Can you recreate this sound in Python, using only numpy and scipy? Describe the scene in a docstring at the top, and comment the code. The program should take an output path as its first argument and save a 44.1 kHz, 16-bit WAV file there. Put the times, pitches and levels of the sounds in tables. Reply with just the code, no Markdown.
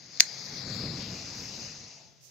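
"""On a metal case on a table, a small heap of powder granules is lit and burns off in two seconds.
The lighter's trigger snaps back and rings briefly. Countless tiny gas jets hiss and sizzle,
and the flame flares with a fluttering roar, then dies with a hollow sound in a quiet room.
The microphone is close and draws back, which shifts the colour of the hiss reflected by the table."""
import sys
import numpy as np
from scipy import signal
from scipy.fft import rfft, irfft
from scipy.io import wavfile
from scipy.ndimage import uniform_filter1d

SR = 44100
rng = np.random.default_rng(int(sys.argv[2]) if len(sys.argv) > 2 else 0)


def master_out(mix):
    """Clip the mix to full scale and print it as 16-bit PCM to the path in sys.argv[1]."""
    frames = np.transpose(np.atleast_2d(mix))
    ceiling = np.clip(frames, -1, 1)
    pcm = np.round(ceiling * 32767).astype(np.int16)
    wavfile.write(sys.argv[1], SR, pcm)


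N = 101429
TIME = np.arange(N) / SR
FREQ_HZ = np.arange(N // 2 + 1) * SR / N


def gas_hiss():
    """Tiny gas jets hiss and single granules pop, heard directly and bounced off the table."""
    # strength of the burning: time_s, level_db
    burning = [(0, -53.5), (.09, -53), (.18, -47), (.3, -43.5), (.42, -43), (.56, -40.5), (.66, -41.5),
               (.77, -39.5), (.95, -40.5), (1.15, -41.5), (1.27, -42.5), (1.45, -42.5), (1.68, -43.5),
               (1.85, -48.5), (2.02, -52.5), (2.15, -65.5), (2.3, -63)]
    # microphone position: time_s, echo_delay_ms, left_echo_gain, right_echo_gain, left_minus_right_db
    microphone = [(0, 0.46, 0.097, .3, 1.5), (.3, 0.42, 0.19, 0.26, 2), (.55, 0.45, .12, .1, 0),
                  (.68, .46, .15, .15, 2), (.85, 0.63, .12, .12, 0), (1.05, 0.43, .05, .2, 1.5),
                  (1.25, 0.38, 0.1, 0.19, -1.5), (1.65, 0.33, 0.12, 0.067, 1), (1.87, 0.34, 0.15, .2, -2),
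                  (2.3, 0.31, 0.14, 0.17, 2)]
    # tone colour of the hiss: pitch_hz, left_db, right_db
    hiss_colour = [(80, -32.5, -28), (300, -13, -20.5), (700, -11, -10), (970, -12.5, -15.5),
                   (1650, -11.5, -22), (1970, -8.5, -16), (2720, -8.5, -12.5), (3100, -12, -23.5),
                   (4090, -3.5, -12.5), (4770, 3, -13.5), (5430, -0.5, -7.5), (5730, -6.5, -6.5),
                   (6390, -6, -1), (7146, -14, -15.5), (7700, -23, -23.5), (8850, -51.5, -49.5),
                   (12000, -33.5, -43.5), (14120, -33.5, -59.5)]
    # two dips in that colour glide as flame and microphone move: time_s, pitch_hz, left_db, right_db
    low_dip = [(.1, 2690, -3, -5), (.42, 2800, -20, -2), (.65, 2740, -19, -1.5), (.9, 3070, -9, 1),
               (1.03, 3030, 0.5, 5), (1.55, 3350, -7, -8), (2.1, 3500, 2, -3.5)]
    high_dip = [(.45, 7700, -4.5, -6), (.6, 6900, -8, -33), (.68, 5720, -4, -15), (.85, 6130, -8, -18),
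                (1.05, 6330, -3.5, -10.5), (1.25, 6000, 2, -2)]
    # boost or cut of the faint fizz at the top of the hiss: time_s, change_db
    fizz = [(0, -3), (.3, 1.5), (.57, 2), (.67, -6.5), (.76, 6.5), (.88, -3), (1.13, 3), (1.27, -1.5),
            (1.38, 5.5), (1.6, 3), (1.82, -6), (2.3, -4.5)]
    burn_db, = over_time(burning)
    fizz_db, = over_time(fizz)
    delay_ms, *echo_gains, pan_db = over_time(microphone)

    peak_pops_per_s = 2500
    popping = rng.random(N) < peak_pops_per_s * from_db(.5 * (burn_db - burn_db.max())) / SR
    pop_db = 0.5 * np.minimum(rng.exponential(1, N), 4)
    pops = popping * from_db(pop_db) * rng.choice([-1, 1], N)
    gas = stereo_noise(likeness=0.58) + from_db(-8.5) * unit_level(pops)

    delayed = np.array([np.interp(TIME - delay_ms / 1000, TIME, side) for side in gas])
    hiss = coloured(gas + np.array(echo_gains) * delayed, hiss_colour)
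    hiss = cut_dip(hiss, low_dip, width_hz=210)
    hiss = cut_dip(hiss, high_dip, width_hz=590)
    hiss = hiss + (from_db(fizz_db) - 1) * band(hiss, low_hz=9500, high_hz=SR)
    hiss = wavering(hiss)
    sputter_db = 0.47 * drift(hz=45)
    return hiss * pan(pan_db) * from_db(burn_db + sputter_db + 1.5)


def fierce_jets():
    """The fiercest jets add narrow bands of noise that swell and sink."""
    # one jet a row: peak_s, spread_s, pitch_hz, width_hz, level_db, left_minus_right_db
    jets = [(.55, 0.032, 6000, 900, -51, -5), (0.809, .12, 4540, 950, -44, 13.5),
            (1.04, 0.035, 3400, 1000, -53.5, 10), (1.55, 0.029, 4000, 300, -53.5, 13)]
    out = 0
    for peak_s, spread_s, hz, width_hz, db, pan_db in jets:
        jet = band(stereo_noise(likeness=0.43), hz - width_hz / 2, hz + width_hz / 2)
        out = out + unit_level(jet) * bell_curve(TIME, peak_s, spread_s) * from_db(db) * pan(pan_db)
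    return out


def flame_roar():
    """The swirling flame rumbles and flutters, deeper once the whole heap has caught."""
    # size of the flame, heard as loudness: time_s, level_db
    flame_size = [(0, -60.5), (.11, -58.5), (.25, -60), (.38, -54.5), (.46, -50), (.58, -44.5),
                  (.625, -46.5), (.685, -39), (.79, -38.5), (.86, -36), (.97, -39), (1.06, -43),
                  (1.12, -39), (1.19, -47.5), (1.33, -48), (1.42, -45), (1.5, -49), (1.64, -48),
                  (1.76, -54), (1.85, -54), (1.9, -63.5), (2.13, -67.5), (2.22, -80)]
    # tone colour of the roar: pitch_hz, level_db
    roar_colour = [(25, -23), (45, -17), (75, -10.5), (135, 2), (180, -3), (230, -4.5), (380, -15),
                   (500, -15), (860, -28.5), (1500, -29.5), (3000, -56)]
    flame_db, = over_time(flame_size)
    roar = steadied(coloured(stereo_noise(likeness=0.99), roar_colour))
    catching_s, caught_s = 0.46, 0.59
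    bass_db = np.interp(TIME, [catching_s, caught_s], [-5.5, 1.5])
    roar = roar + (from_db(bass_db) - 1) * band(roar, low_hz=0.84, high_hz=111)
    flutter_db = 0.5 * drift(hz=26)
    return roar * from_db(flame_db + flutter_db - 1)


def lighter_snap():
    """Each contact of the trigger rings briefly, with a gritty edge and a short room echo."""
    # the trigger creeps, lets go, grazes, then hits its stop: start_s, level_db, tilt_db_per_octave
    contacts = [(.1728, -41, 3), (.199, -19, 6), (.2027, -25, 6), (.2043, -1.6, 0)]
    # tones the lighter rings with: pitch_hz, left_db, right_db
    tones = [(1760, -7.5, -19), (2148, -6, -13.5), (2662, -7.5, -21.5), (3594, -3, -29), (4310, 4, -14),
             (4946, 4.5, -8), (6123, -21, -0.5), (6898, -26.5, -8), (7525, -20.5, -21.5)]
    # tone colour of the grit and the echo: pitch_hz, left_db, right_db
    snap_colour = [(60, -39.5, -41), (200, -22, -24), (600, -23.5, -25), (1250, -18.5, -22.5),
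                   (1690, -7, -4), (2100, -3, -6), (3100, -14, -24), (4030, -6.5, -11), (3940, 6, -4),
                   (5300, -5, -17), (5730, -9, 0), (6740, -5.5, 5), (7400, -18, -8.5), (8200, -31.5, -15),
                   (10000, -26.5, -25), (15000, -32, -35.5)]
    grit = coloured(stereo_noise(likeness=0.097), snap_colour)
    echo = coloured(stereo_noise(likeness=0.097), snap_colour)
    rise_s, grit_decay_s, echo_rise_s, echo_fade_s = 0.001, 0.0034, 0.027, 0.13
    delay_s = np.array([[0], [0.065e-3]])   # the snap reaches the right side later
    out = np.zeros((2, N))
    for start_s, db, tilt_db in contacts:
        age = np.maximum(TIME - start_s - delay_s, 0)
        swell = (age / rise_s * np.exp(1 - age / rise_s)) ** 2
        for k, (hz, left_db, right_db) in enumerate(tones):
            tone = (-1) ** k * np.sin(2 * np.pi * hz * age)
            tone_db = np.array([[left_db], [right_db]]) + db + tilt_db * np.log2(hz / 4500)
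            out += from_db(tone_db) * swell * tone
        out += from_db(db - 9) * grit * np.minimum(age / rise_s, 1) * np.exp(-age / grit_decay_s)
        echo_fade = from_db(-60 * (age - echo_rise_s) / echo_fade_s)
        out += from_db(db - 32) * echo * np.minimum(age / echo_rise_s, 1) * echo_fade
    return out


def dying_flame():
    """The last small flame sounds hollow: its noise rings around two low pitches."""
    # resonances of the flame: pitch_hz, width_hz, level_db
    resonances = [(680, 77, 0.5), (872, 77, -2.5)]
    peaks = sum(from_db(db) / (1 + (2 * (FREQ_HZ - hz) / width) ** 2) for hz, width, db in resonances)
    hollow = unit_level(irfft(rfft(stereo_noise(likeness=0.63)) * peaks, N))
    return hollow * from_db(-64.5) * bell_curve(TIME, centre=2.028, spread=0.072)


def last_hiss():
    """A faint, bright hiss on the right after the flame is out."""
    # tone colour of this hiss: pitch_hz, left_db (the right side uses the same colour)
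    bright_colour = [(1000, -36), (3300, -16), (5000, -7), (6200, 5.5), (7200, -5.5), (9000, -13),
                     (15000, -13)]
    start_s, rise_s, decay_s = 2.2, 0.054, 0.067
    age = TIME - start_s
    swell = np.clip(age / rise_s, 0, 1) * np.exp(-np.maximum(age - rise_s, 0) / decay_s)
    return coloured(stereo_noise(likeness=0.19), bright_colour) * swell * from_db(-60.5) * pan(-21)


def room_rumble():
    """The room's quiet, steady background noise."""
    # tone colour of the room: pitch_hz, level_db
    room_colour = [(25, -35.5), (80, -18.5), (135, 9.5), (190, -7.5), (260, -14), (500, -7), (1000, -19),
                   (3000, -20), (6000, -13.5), (8500, -38.5), (15000, -32.5)]
    return from_db(-63.5) * coloured(stereo_noise(likeness=0.21), room_colour)


def wavering(hiss):
    """As the jets move, each part of the treble rises and sinks on its own."""
    edges_hz = np.geomspace(800, 16000, 15)
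    bands = (band(hiss, low, high) for low, high in zip(edges_hz, edges_hz[1:]))
    return hiss + sum((from_db(1.39 * drift(hz=8.7)) - 1) * part for part in bands)


def cut_dip(noise, path, width_hz):
    """Turn a gliding band of pitches down (or up, where the path's decibels are positive)."""
    freq_hz, frame_s, frames = signal.stft(noise, SR, nperseg=512)
    time_s, *columns = np.transpose(path)
    centre_hz, *change_db = [np.interp(frame_s, time_s, column) for column in columns]
    gain = from_db(np.array(change_db)[:, None] * bell_curve(freq_hz[:, None], centre_hz, width_hz))
    return signal.istft(frames * gain, SR)[1][:, :N]


def steadied(noise):
    """Take the slow random swells out of a noise and keep its fast flutter."""
    return noise / np.sqrt(uniform_filter1d(np.mean(noise ** 2, axis=0), size=2200) + 1e-12)


def stereo_noise(likeness):
    """White noise whose two sides are unrelated (likeness 0), the same (1) or in between."""
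    shared = np.sqrt(likeness) * rng.standard_normal(N)
    return shared + np.sqrt(1 - likeness) * rng.standard_normal((2, N))


def coloured(noise, colour):
    """Give stereo noise a tone colour (one for both sides or one each), at level 1."""
    hz, *sides = np.transpose(colour)
    gain = from_db([np.interp(np.log(FREQ_HZ + 1), np.log(hz), db) for db in sides])
    return unit_level(irfft(rfft(noise) * gain, N))


def band(noise, low_hz, high_hz):
    """The part of a noise between two pitches."""
    hz = FREQ_HZ + 1
    return irfft(rfft(noise) / (1 + (low_hz / hz) ** 20) / (1 + (hz / high_hz) ** 20), N)


def drift(hz):
    """A random wobble of typical size 1, mostly slower than hz."""
    return unit_level(irfft(rfft(rng.standard_normal(N)) / (1 + (FREQ_HZ / hz) ** 2), N))


def bell_curve(x, centre, spread):
    """A smooth hump of height 1."""
    return np.exp(-.5 * ((x - centre) / spread) ** 2)


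def over_time(rows):
    """Join a table's timed points with straight lines: one curve for each value column."""
    time_s, *columns = np.transpose(rows)
    return [np.interp(TIME, time_s, column) for column in columns]


def pan(left_minus_right_db):
    """Left and right gains for a level difference."""
    return from_db(np.array([[.5], [-.5]]) * left_minus_right_db)


def from_db(db):
    """Turn decibels into a gain to multiply by."""
    return 10 ** (np.asarray(db) / 20)


def unit_level(x):
    """Scale a signal so its average power is 1."""
    return x / np.sqrt(np.mean(x ** 2) + 1e-20)


def scene():
    """All the sounds together at the microphone."""
    fire = gas_hiss() + fierce_jets() + flame_roar() + dying_flame()
    return fire + lighter_snap() + last_hiss() + room_rumble()


def record(dry):
    """The snap overloads the microphone's input, and the highest treble is cut."""
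    cutoff_hz = 16300
    treble_cut = signal.cheby2(20, 80, cutoff_hz, fs=SR, output="sos")
    return signal.sosfilt(treble_cut, np.clip(dry, -1, 1))


dry = scene()
out = record(dry)
master_out(out)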